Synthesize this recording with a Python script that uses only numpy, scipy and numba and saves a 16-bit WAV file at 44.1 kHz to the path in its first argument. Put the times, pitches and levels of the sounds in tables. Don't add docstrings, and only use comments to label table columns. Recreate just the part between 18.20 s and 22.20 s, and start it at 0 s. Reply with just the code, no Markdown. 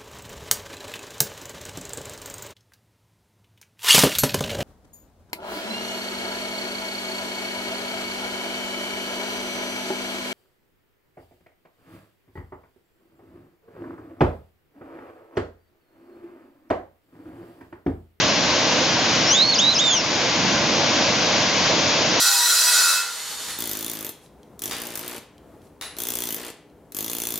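import sys
import numpy as np
from scipy import signal
from scipy.fft import rfft, irfft
from scipy.io import wavfile
from scipy.ndimage import uniform_filter1d
from numba import njit

SR = 44100
rng = np.random.default_rng(int(sys.argv[2]) if len(sys.argv) > 2 else 0)


def wav_out(sig):
    wavfile.write(sys.argv[1], SR, np.round(np.clip(np.atleast_2d(sig).T, -1, 1) * 32767).astype(np.int16))


N = 176400

# frequency in Hz, relative density in dB.
WATER_SPECTRUM = [(15, -66.5), (25, -40), (108, -5), (280, -0.5), (347, -2), (391, -9.5), (452, -3),
                  (588, -1.5), (712, -5), (1070, -4.5), (1290, -9.5), (1570, -5.5), (1810, -9),
                  (2140, -6.5), (3290, -7), (4600, -7.5), (5700, -8), (6740, -12), (7600, -33),
                  (9880, -60.5), (16700, -120)]
# time in seconds, lift in dB.
SPRAY_DRIFT = [(0, -0.5), (1.0, 1), (1.9, 0.3), (2.4, -0.6), (3.0, 0.5), (3.7, 1), (4.0, 0.2)]
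# centre in Hz, half width in Hz, lift in dB.
HOLLOWS = [(599, 13, 2.5), (678, 14, 2.5)]
# peak time in seconds, half length in seconds, centre in Hz, lift in dB.
WATER_GULPS = [(0.501, 0.084, 560, 1.5), (2.308, 0.12, 200, 5), (2.625, .06, 620, 2), (2.932, 0.12, 592, 1),
               (3.522, .05, 607, 3.5), (3.83, .035, 600, 4)]
# frequency in Hz, left-right coherence from 0 to 1.
WATER_COHERENCE = [(60, 0.92), (120, 0.9), (240, 1), (470, 1.0), (940, 0.93), (1880, 0.82), (3750, 0.58),
                   (7470, 0.83)]
# frequency in Hz, left minus right in dB.
WATER_BALANCE = [(60, -7), (93, -1), (140, -5), (220, -2.5), (350, -3.5), (540, -3.5), (830, -1.5),
                 (1290, -1.5), (2000, 0.0), (3110, 1), (4820, 4), (7470, 2.5)]
# frequency in Hz, left lead in radians.
WATER_PHASE = [(0, 0), (690, 0.2), (1810, -0.5), (2580, -0.2), (3360, -0.3), (3790, -0.6), (4570, -0.8),
               (5510, -0.4), (7670, 0.0)]
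# time in seconds, pitch in Hz, effort in dB.
NOTE_1 = [(1.041, 2450, -32), (1.079, 2660, -20), (1.119, 2994, -13.5), (1.161, 3547, -13.5),
          (1.212, 3950, -12), (1.223, 4176, -11.5), (1.258, 4355, -16.5), (1.283, 4396, -13),
          (1.322, 4350, -14.5), (1.334, 4026, -14), (1.347, 3140, -14.5), (1.36, 2465, -12)]
NOTE_2 = [(1.373, 2305, -18.5), (1.384, 2597, -13.5), (1.395, 3197, -9), (1.409, 3595, -13),
          (1.435, 3795, -14), (1.471, 3903, -13.5), (1.497, 3930, -9.5), (1.505, 4143, -16),
          (1.521, 4140, -16.5), (1.535, 3670, -18), (1.552, 2790, -16.5)]
NOTE_3 = [(1.567, 2457, -8.5), (1.581, 2730, -13.5), (1.595, 3294, -11.5), (1.611, 3670, -14),
          (1.628, 3757, -15.5), (1.664, 3580, -13), (1.70, 3536, -13), (1.75, 3120, -14.5),
          (1.797, 2650, -18), (1.826, 2330, -28)]
# frequency in Hz, gain in dB.
THROAT_RESPONSE = [(2400, -24), (2680, -10.5), (3000, -5.5), (3300, -2.5), (3600, -1), (3950, 2),
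                   (4400, 0.5), (5100, -1), (5900, 2), (6600, -1), (7100, -6.5), (7600, -25.5), (7900, -50)]
# frequency in Hz, left minus right in dB, left lead in radians.
DUCK_STEREO = [(2900, 1, -0.14), (3500, -5, -0.83), (3950, -4, -0.48), (4340, -3, -.1), (4900, 2, .1),
               (6000, 4, -.1), (7200, 1.5, -.2)]


def gain_of(db):
    return 10 ** (np.asarray(db) / 20)


def unit_rms(x):
    return x / np.sqrt(np.mean(x ** 2) + 1e-20)


def lookup(table, hz, column=1):
    columns = np.transpose(table)
    return np.interp(np.log(hz + 1), np.log(columns[0] + 1), columns[column])


def wander(rate_hz):
    hz = np.fft.rfftfreq(N, 1 / SR)
    return unit_rms(irfft(rfft(rng.standard_normal(N)) / (1 + (hz / rate_hz) ** 4), N))


def mic_ports(balance_db, lead_rad):
    left = gain_of(balance_db / 2) * np.exp(.5j * lead_rad)
    return np.array([left, 1 / left])


def water(level_db=-17.5, swell_db=0.35, churn_db=0.46, churn_top_hz=1200,
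          spray_db=0.39, spray_from_hz=2000, gulp_octaves=0.52):
    size, hop = 2048, 512
    t = np.arange(N // hop + 5)[:, None] * hop / SR
    hz = np.fft.rfftfreq(size, 1 / SR)
    left_re, left_im, other_re, other_im, patches = rng.standard_normal((5, len(t), len(hz)))
    patches = uniform_filter1d(patches, size=8, axis=0)
    patches = unit_rms(uniform_filter1d(patches, size=14, axis=1))
    patch_db = spray_db + churn_db / (1 + (hz / churn_top_hz) ** 2)
    db = lookup(WATER_SPECTRUM, hz) + patches * patch_db
    db += np.interp(t, *np.transpose(SPRAY_DRIFT)) * hz ** 2 / (hz ** 2 + spray_from_hz ** 2)
    for centre_hz, half_width_hz, lift_db in HOLLOWS:
        db += lift_db / (1 + ((hz - centre_hz) / half_width_hz) ** 2)
    for peak_s, half_length_s, centre_hz, lift_db in WATER_GULPS:
        octaves = np.log2((hz + 1) / centre_hz)
        db += lift_db * np.exp(-((t - peak_s) / half_length_s) ** 2 - (octaves / gulp_octaves) ** 2)
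    coherence = lookup(WATER_COHERENCE, hz)
    left = left_re + 1j * left_im
    right = coherence * left + np.sqrt(1 - coherence ** 2) * (other_re + 1j * other_im)
    ports = mic_ports(lookup(WATER_BALANCE, hz), lookup(WATER_PHASE, hz))
    spectra = np.array([left, right]) * gain_of(db) * ports[:, None]
    _, rush = signal.istft(spectra.swapaxes(1, 2), nperseg=size, noverlap=size - hop)
    return unit_rms(rush[:, :N]) * gain_of(level_db + swell_db * wander(rate_hz=4.8))


def duck(jitter=0.0024, flutter_db=1.4, fade_s=0.013, octave_db=-2,
         slope_db=2, slope_hz_per_s=51000, closed_db=-13, opening_s=0.12):
    t = np.arange(N) / SR
    times_s, pitch_hz, effort_db = np.transpose(NOTE_1 + NOTE_2 + NOTE_3)
    glide_hz = uniform_filter1d(np.interp(t, times_s, pitch_hz), size=220)
    hz = glide_hz * (1 + jitter * wander(rate_hz=250))
    phase = 2 * np.pi * np.cumsum(hz) / SR
    gate = np.clip(np.minimum(t - times_s[0], times_s[-1] - t) / fade_s + 1, 0, 1)
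    level = gate * gain_of(np.interp(t, times_s, effort_db) + flutter_db * wander(rate_hz=110))
    bill_db = closed_db * np.clip(1 - (t - times_s[0]) / opening_s, 0, 1)
    slope = np.tanh(uniform_filter1d(np.gradient(glide_hz), size=400) * SR / slope_hz_per_s)
    whistle = np.zeros((2, N))
    for harmonic, db in ((1, bill_db + slope_db * slope), (2, octave_db)):
        partial_hz = harmonic * hz
        ports = mic_ports(lookup(DUCK_STEREO, partial_hz), lookup(DUCK_STEREO, partial_hz, column=2))
        partial = (ports * np.exp(1j * harmonic * phase)).real
        whistle += gain_of(db + lookup(THROAT_RESPONSE, partial_hz)) * partial
    return np.sqrt(2) * level * whistle


def echoes(call, send_db=-7.5, t60_s=0.17, delay_s=0.0058, coherence=0.6, top_hz=5200):
    t = np.arange(SR // 2) / SR
    taps = rng.standard_normal((2, len(t))) * (rng.random(len(t)) < 1 / 20)
    taps[1] = coherence * taps[0] + np.sqrt(1 - coherence ** 2) * taps[1]
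    taps *= np.clip(t / delay_s - 1, 0, 1) * np.exp(-np.log(1000) * t / t60_s)
    taps *= gain_of(send_db) / np.linalg.norm(taps, axis=1, keepdims=True)
    taps = signal.lfilter(*signal.butter(2, top_hz, fs=SR), taps)
    return signal.fftconvolve(call, taps, axes=1)[:, :N]


def scene():
    call = duck()
    return water() + call + echoes(call)


@njit
def follow(x, attack_s, release_s):
    envelope, now = np.zeros(len(x)), 0.
    for i in range(len(x)):
        now += (x[i] - now) / (SR * (attack_s if x[i] > now else release_s))
        envelope[i] = now
    return envelope


def record(dry, threshold_db=-19.5, cut_db_per_db=0.66, sense_s=0.01, top_hz=7650):
    pole = np.exp(-1 / (sense_s * SR))
    power = signal.lfilter([1 - pole], [1, -pole], (dry ** 2).mean(0))
    excess_db = np.maximum(10 * np.log10(power + 1e-12) - threshold_db, 0)
    cut_db = cut_db_per_db * follow(excess_db, attack_s=0.025, release_s=0.21)
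    lowpass = signal.firwin(401, top_hz, window=("kaiser", 9), fs=SR)
    return signal.oaconvolve(dry * gain_of(-cut_db), lowpass[None], "same", axes=1)


dry = scene()
out = record(dry)
wav_out(out)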